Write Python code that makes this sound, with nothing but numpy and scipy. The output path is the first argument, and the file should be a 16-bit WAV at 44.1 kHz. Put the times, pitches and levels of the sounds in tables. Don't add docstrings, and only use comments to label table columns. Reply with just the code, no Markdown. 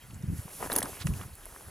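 import sys
import numpy as np
from scipy import signal
from scipy.fft import rfft, irfft, next_fast_len
from scipy.io import wavfile
from scipy.ndimage import uniform_filter1d, map_coordinates

SR = 44100
rng = np.random.default_rng(int(sys.argv[2]) if len(sys.argv) > 2 else 0)


def convert_level_to_amplitude(level_db):
    exponent = np.asarray(level_db, float) / 20
    return 10 ** exponent


def persist_wave(psi):
    counts = np.round(np.clip(psi, -1, 1) * 32767).astype(np.int16)
    wavfile.write(sys.argv[1], SR, np.atleast_2d(counts).T)


N = 74970

# t/s, left over right/dB
SIDE_OF_PATH = [
    (0, 0.5),
    (.95, 0),
    (1.0, -4),
    (1.08, -7.5),
    (1.14, 3),
    (1.22, -5),
    (1.45, -1),
    (1.56, 3),
]


def unit(x):
    return x / np.sqrt(np.mean(x ** 2) + 1e-20)


def along(points, hz):
    f, v = np.transpose(points)
    return np.interp(np.log(hz + 1), np.log(f + 1), v)


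def curve(rows):
    s, v = np.transpose(rows)
    return np.interp(np.arange(N) / SR, s, v)


def wobble(rate):
    return map_coordinates(rng.standard_normal(400), [np.arange(N) * rate / SR])


def filtered(x, response):
    m = next_fast_len(x.shape[-1] + 8192)
    return irfft(rfft(x, m) * response(np.fft.rfftfreq(m, 1 / SR)), m)[..., :x.shape[-1]]


def ring(f, hz, width):
    return 1j * f * width / (hz * hz - f * f + 1j * f * width)


def rush(spectrum, patchy_db):
    # f/Hz, likeness (0 to 1)
    likeness = [(100, 0.99), (500, 0.85), (2500, 1), (5000, 1), (10000, 1)]
    z = signal.stft(rng.standard_normal((2, N)), nperseg=256)[2]
    patches = uniform_filter1d(rng.standard_normal(z.shape[1:]), size=5, axis=0)
    patches = uniform_filter1d(patches, size=8, axis=1)
    pair = signal.istft(z * convert_level_to_amplitude(patchy_db * unit(patches)), nperseg=256)[1][:, :N]

    def colour(hz):
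        turn = np.arccos(np.clip(along(likeness, hz), -1, 1)) / 2
        return convert_level_to_amplitude(along(spectrum, hz)) * [np.cos(turn), np.sin(turn)]

    mid, side = filtered(pair, colour)
    return unit(np.array([mid + side, mid - side]))


def grains(hz, spread, cycles, scatter_db, count, size):
    u, g = rng.random((count, 2)), rng.standard_normal((count, 2))
    pitch = np.clip(hz * np.exp(spread * g[:, :1]), 100, 15000)
    t = np.arange(size) / SR
    level = convert_level_to_amplitude(-scatter_db * np.log(u[:, 1:] + 0.022))
    wave = level * np.sin(2 * np.pi * pitch * t) * np.exp(-t * pitch / cycles)
    at = ((u[:, :1] * N).astype(int) + np.arange(size)).ravel()
    pan = 0.75 * g[:, 1:]
    left, right = [np.bincount(at, (wave * convert_level_to_amplitude(side * pan)).ravel(), N + size)[:N] for side in (1, -1)]
    return unit(np.array([left, right]))


def add(track, s, sound, pan_db, skew=0):
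    i = round(s * SR)
    track[0, i + skew:i + skew + len(sound)] += convert_level_to_amplitude(pan_db / 2) * sound
    track[1, i:i + len(sound)] += convert_level_to_amplitude(-pan_db / 2) * sound


def blow(db, t60, colour, spike):
    rise_s, spike_s = 0.00088, 0.0011
    t = np.arange(2000) / SR
    crackle = rng.standard_normal(len(t)) * convert_level_to_amplitude(-60 * t / t60) * (1 - np.exp(-t / rise_s))
    crackle[round(min(spike_s, t60 / 8) * SR)] += spike
    burst = filtered(crackle, colour)
    return convert_level_to_amplitude(db) * burst / np.abs(burst).max()


def field():
    # f/Hz, level/dB
    hum_colour = [(18, -44), (30, 5), (95, -4), (179, -26), (1630, -12.5), (3670, -23.5), (8300, -26),
                  (10200, -23.5), (16000, -31.5)]
    return convert_level_to_amplitude(-55.5) * rush(hum_colour, patchy_db=3.36)


def bird():
    # t/s, length/s, f/Hz, level/dB
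    chirps = [
        (.004, .05, 3200, -63),
        (.022, .033, 7400, -65),
        (.156, .012, 7700, -61),
    ]
    t = np.arange(N) / SR
    out = np.zeros(N)
    for s, length, hz, db in chirps:
        swell = np.exp(-((t - s - length / 2) / (0.5 * length)) ** 4)
        out += convert_level_to_amplitude(db) * swell * np.sin(2 * np.pi * hz * t)
    return out


def air():
    # t/s, level/dB
    strength = [(0, -59.5), (.09, -56), (.14, -43), (.18, -53), (.23, -51.5), (.31, -32.5), (.4, -45.5),
                (.5, -63), (.6, -51), (.85, -50), (.97, -63), (1.035, -53), (1.06, -34.5), (1.14, -34.5),
                (1.22, -45.5), (1.4, -62.5), (1.62, -61.5), (1.7, -53)]
    # f/Hz, level/dB
    rumble_colour = [(15, -49), (25, -14.5), (75, 2), (107, 1.5), (183, -2.5), (277, -15), (307, -17),
                     (500, -33), (650, -76), (1100, -120)]
    # t/s, peak level/dB, f/Hz
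    puffs = [(.135, -35.5, 129), (.158, -38, 102), (0.213, -37, 123), (.242, -25.5, 150), (0.289, -26, 98),
             (0.302, -24.5, 156), (0.333, -25.5, 125), (0.361, -39, 146), (.395, -28, 106),
             (.457, -35, 147), (0.637, -44, 69.5), (0.682, -38, 90), (0.769, -28, 272), (.8, -30.5, 247),
             (0.841, -32.5, 237), (.875, -43, 100), (.927, -41.5, 83), (1.016, -35.5, 91),
             (1.051, -27, 125), (1.06, -22.5, 142), (1.078, -32.5, 77), (1.089, -25.5, 156),
             (1.107, -24.5, 122.5), (1.123, -32, 101), (1.138, -32, 127), (1.17, -31, 111),
             (1.199, -36.5, 86.5), (1.265, -41.5, 80), (1.337, -41, 73), (1.536, -49.5, 53.6),
             (1.68, -39.5, 91)]
    rumble = convert_level_to_amplitude(curve(strength) + 3 * wobble(40)) * rush(rumble_colour, patchy_db=-0.3)
    out = np.pad(rumble, ((0, 0), (0, SR)))
    t = np.arange(-2500, 2500) / SR
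    for (s, db, hz), turn in zip(puffs, rng.random(60)):
        wave = np.cos(2 * np.pi * (hz * t + turn))
        wave += 0.11 * np.cos(2 * np.pi * (2.19 * hz * t + 2 * turn))
        swell = np.exp(-(t * hz / 0.79) ** 2)
        add(out, s + t[0], convert_level_to_amplitude(db) * swell * wave, 0)
    return out[:, :N]


def snaps():
    # t/s, peak level/dB, f/Hz, t60/s, width over pitch
    breaks = [(.106, -43.5, 2880, 0.015, 0.32), (.107, -52, 6600, .02, 0.083),
              (0.143, -42, 7200, 0.021, 0.31), (0.224, -45, 6170, .012, 0.28),
              (0.7174, -24, 3960, 0.015, 0.47), (.728, -17.5, 10370, 0.017, 0.37),
              (0.736, -18, 12900, 0.008, 0.4), (0.7375, -28, 11600, .012, .45),
              (0.7533, -29, 6350, 0.011, .09), (0.756, -25, 11000, .02, 0.33),
              (0.7613, -10.5, 10430, 0.013, 0.18), (0.763, -21.5, 5800, 0.024, 1.1),
              (0.7672, -22, 11400, .008, .4), (.777, -20.5, 10100, 0.037, 0.23),
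              (0.782, -24, 10600, .009, .3), (0.7851, -12.5, 10650, 0.018, 0.28),
              (0.7837, -23.5, 6370, 0.025, 0.35), (.7905, -22, 10800, .012, 0.26),
              (0.8028, -25, 10460, 0.031, 0.24), (0.806, -29, 5000, 0.00604, 0.68),
              (0.827, -28, 8300, 0.031, 0.056), (0.8267, -23.5, 9900, 0.031, 0.21),
              (0.827, -26, 4170, 0.0081, .9), (.855, -36, 5700, .012, 0.59),
              (1.069, -21, 7100, 0.0046, 0.85), (1.069, -31, 2280, 0.02, 0.42),
              (1.137, -32, 8500, .005, 0.9), (1.137, -39.5, 2280, .012, 0.33),
              (1.212, -39, 2860, 0.021, 0.38), (1.211, -38, 9000, 0.0055, 0.54),
              (1.232, -39, 8500, 0.0076, 0.46), (1.353, -34, 10000, 0.0093, 0.8),
              (1.455, -29.5, 10800, 0.0086, 0.26)]
    out, pan_db = np.zeros((2, N + SR)), curve(SIDE_OF_PATH)
    for s, db, hz, t60, wide in breaks:
        crack = lambda f: ring(f, hz, wide * hz) ** 2 + 0.12 * ring(f, hz / 2, 0.8 * hz) ** 3
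        add(out, s, blow(db, t60, crack, spike=2.33), pan_db[round(s * SR)], int(wide > 1))
    return out


def grass():
    # t/s, level/dB
    effort = [(0, -61), (.3, -60.5), (.38, -49.5), (.48, -53), (.56, -46), (.66, -42.5), (.69, -49.5),
              (.72, -41), (.8, -48), (.9, -46.5), (1.0, -49), (1.045, -54), (1.075, -44), (1.12, -54),
              (1.22, -50), (1.3, -57.5), (1.55, -52.5), (1.7, -55.5)]
    # f/Hz, level/dB
    blade_colour = [(1500, -33), (2600, -9), (4000, -15), (6500, -9), (9000, -8.5), (9900, 0.5),
                    (11500, -1), (15500, -20)]
    fizz = grains(8750, spread=0.28, cycles=0.63, scatter_db=3.0, count=9000, size=64)
    hiss = unit(rush(blade_colour, patchy_db=1.3) + convert_level_to_amplitude(-8) * fizz)
    return convert_level_to_amplitude(curve(effort) + 0.56 * wobble(39.4)) * hiss


def brushes():
    # middle t/s, length/s, level/dB, f/Hz, width over pitch
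    wipes = [
        (1.016, 0.017, -42.5, 2600, 2.6),
        (1.021, 0.01, -49.5, 4050, .4),
        (1.228, 0.022, -55, 1750, 1.8),
        (0.955, 0.05, -54.5, 2470, .5),
        (1.17, 0.035, -51.5, 8100, 1.5),
        (0.386, 0.024, -57.5, 7500, 0.83),
    ]
    t, out = np.arange(N) / SR, 0
    lean_db = curve(SIDE_OF_PATH) * [[0.5], [-0.5]]
    for s, length, db, hz, wide in wipes:
        raw = grains(7300, spread=0.92, cycles=0.33, scatter_db=-1.5, count=9000, size=32)
        raw = raw + 0.96 * rng.standard_normal(N)
        raw = raw + 0.32 * rng.standard_normal((2, N))
        leaf = unit(filtered(raw, lambda f: ring(f, hz, wide * hz) ** 2))
        out = out + convert_level_to_amplitude(db + lean_db) * np.exp(-((t - s) / length) ** 2) * leaf
    return out


def stems():
    # t/s, level/dB
    strength = [(0, -65), (.45, -57), (.595, -53.5), (.61, -45), (.66, -40.5), (.69, -54), (.705, -39.5),
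                (.77, -38), (.81, -49), (.83, -44.5), (.865, -39), (.88, -48), (1.0, -56), (1.2, -51.5),
                (1.35, -62.5), (1.55, -55.5), (1.65, -58.5), (1.7, -55.5)]
    # f/Hz, level/dB
    stalk_colour = [(130, -16), (270, -3.5), (380, -2), (600, -4), (1000, -6), (1900, -13.5), (2600, -19.5),
                    (6000, -33), (11000, -120)]
    crunch = grains(1000, spread=0.4, cycles=1.0, scatter_db=4.0, count=900, size=500)
    rub_db = curve(strength)
    grit = convert_level_to_amplitude(-9 + rub_db - rub_db.max())
    rub = (rush(stalk_colour, patchy_db=2.2) + grit * crunch) / np.sqrt(1 + grit ** 2)
    return convert_level_to_amplitude(rub_db + 0.87 * wobble(45.07)) * rub


def knocks():
    # t/s, peak level/dB, f/Hz, t60/s
    hits = [(.479, -35, 800, 0.01), (0.604, -37, 714, 0.012), (.626, -20, 580, 0.016),
            (.641, -31, 605, 0.034), (0.652, -31, 555, 0.01), (.66, -29.5, 510, 0.019),
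            (0.66, -43, 940, .012), (0.671, -30, 800, 0.014), (0.699, -22.5, 620, 0.012),
            (.708, -39, 700, .012), (.719, -23, 900, 0.0097), (0.724, -28.5, 565, 0.015),
            (0.751, -36, 1600, 0.007), (0.7608, -21.5, 820, 0.0077), (0.766, -26.5, 675, 0.009),
            (.774, -27, 614, 0.017), (.779, -35, 886, .012), (0.784, -29.5, 920, 0.008),
            (0.788, -24.5, 400, 0.024), (0.806, -35, 1290, 0.0076), (.818, -24.5, 590, 0.0092),
            (0.828, -28.5, 790, 0.029), (.848, -34, 400, 0.0096), (.857, -29, 1270, 0.0105),
            (.93, -36, 800, .012), (.97, -37.5, 473, 0.022), (1.069, -28, 1400, 0.017),
            (1.2115, -35.5, 1200, 0.016), (1.234, -38.5, 1160, .02), (1.453, -48, 655, 0.024),
            (1.464, -41.5, 620, 0.02), (1.547, -41, 1200, 0.0053), (1.562, -34, 1100, 0.0041),
            (1.608, -43, 1084, .006), (1.683, -41, 446, 0.015)]
    branch_hz, branch_width_hz, wood_top_hz = 1837, 590, 2440
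    out, pan_db = np.zeros((2, N + SR)), curve(SIDE_OF_PATH)

    for s, db, hz, t60 in hits:
        def wood(f):
            rings = ring(f, hz, 0.49 * hz) - 0.43 * ring(f, branch_hz, branch_width_hz)
            return rings / (1 + 1.4j * f / wood_top_hz - (f / wood_top_hz) ** 2)

        skew = rng.integers(-3, 4)
        add(out, s, blow(db, t60, wood, spike=4.74), 0.99 + pan_db[round(s * SR)], skew)
    return out


def twigs():
    out = snaps() + knocks()
    t = np.arange(SR // 8) / SR
    tail = rng.standard_normal(len(t)) + 0.81 * rng.standard_normal((2, len(t)))
    tail = tail * convert_level_to_amplitude(-60 * t / 0.059)
    wet = signal.fftconvolve(out.mean(0)[None], tail / np.linalg.norm(tail[0]), axes=1)
    return out[:, :N] + convert_level_to_amplitude(-15) * wet[:, :N]


def scene():
    return field() + bird() + air() + grass() + brushes() + stems() + twigs()


def low_pass(x):
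    return signal.sosfilt(signal.butter(12, 16800, fs=SR, output="sos"), x)


def record(dry):
    # f/Hz, level/dB
    lean = [(200, -0.5), (1000, 1), (4000, 0.5), (9000, -2)]
    # f/Hz, phase/rad
    lead = [(40, -0.076), (170, -0.6), (300, -0.057), (600, 0.59), (2000, 0.77), (4000, 0.65), (9000, 0.35)]

    def ports(hz):
        tilt = convert_level_to_amplitude(0.5 * along(lean, hz)) * np.exp(0.5j * along(lead, hz))
        return np.array([tilt, 1 / tilt]) / (1 + (hz / 15800) ** 60)

    return low_pass(filtered(dry, ports))


dry = scene()
out = record(dry)
persist_wave(out)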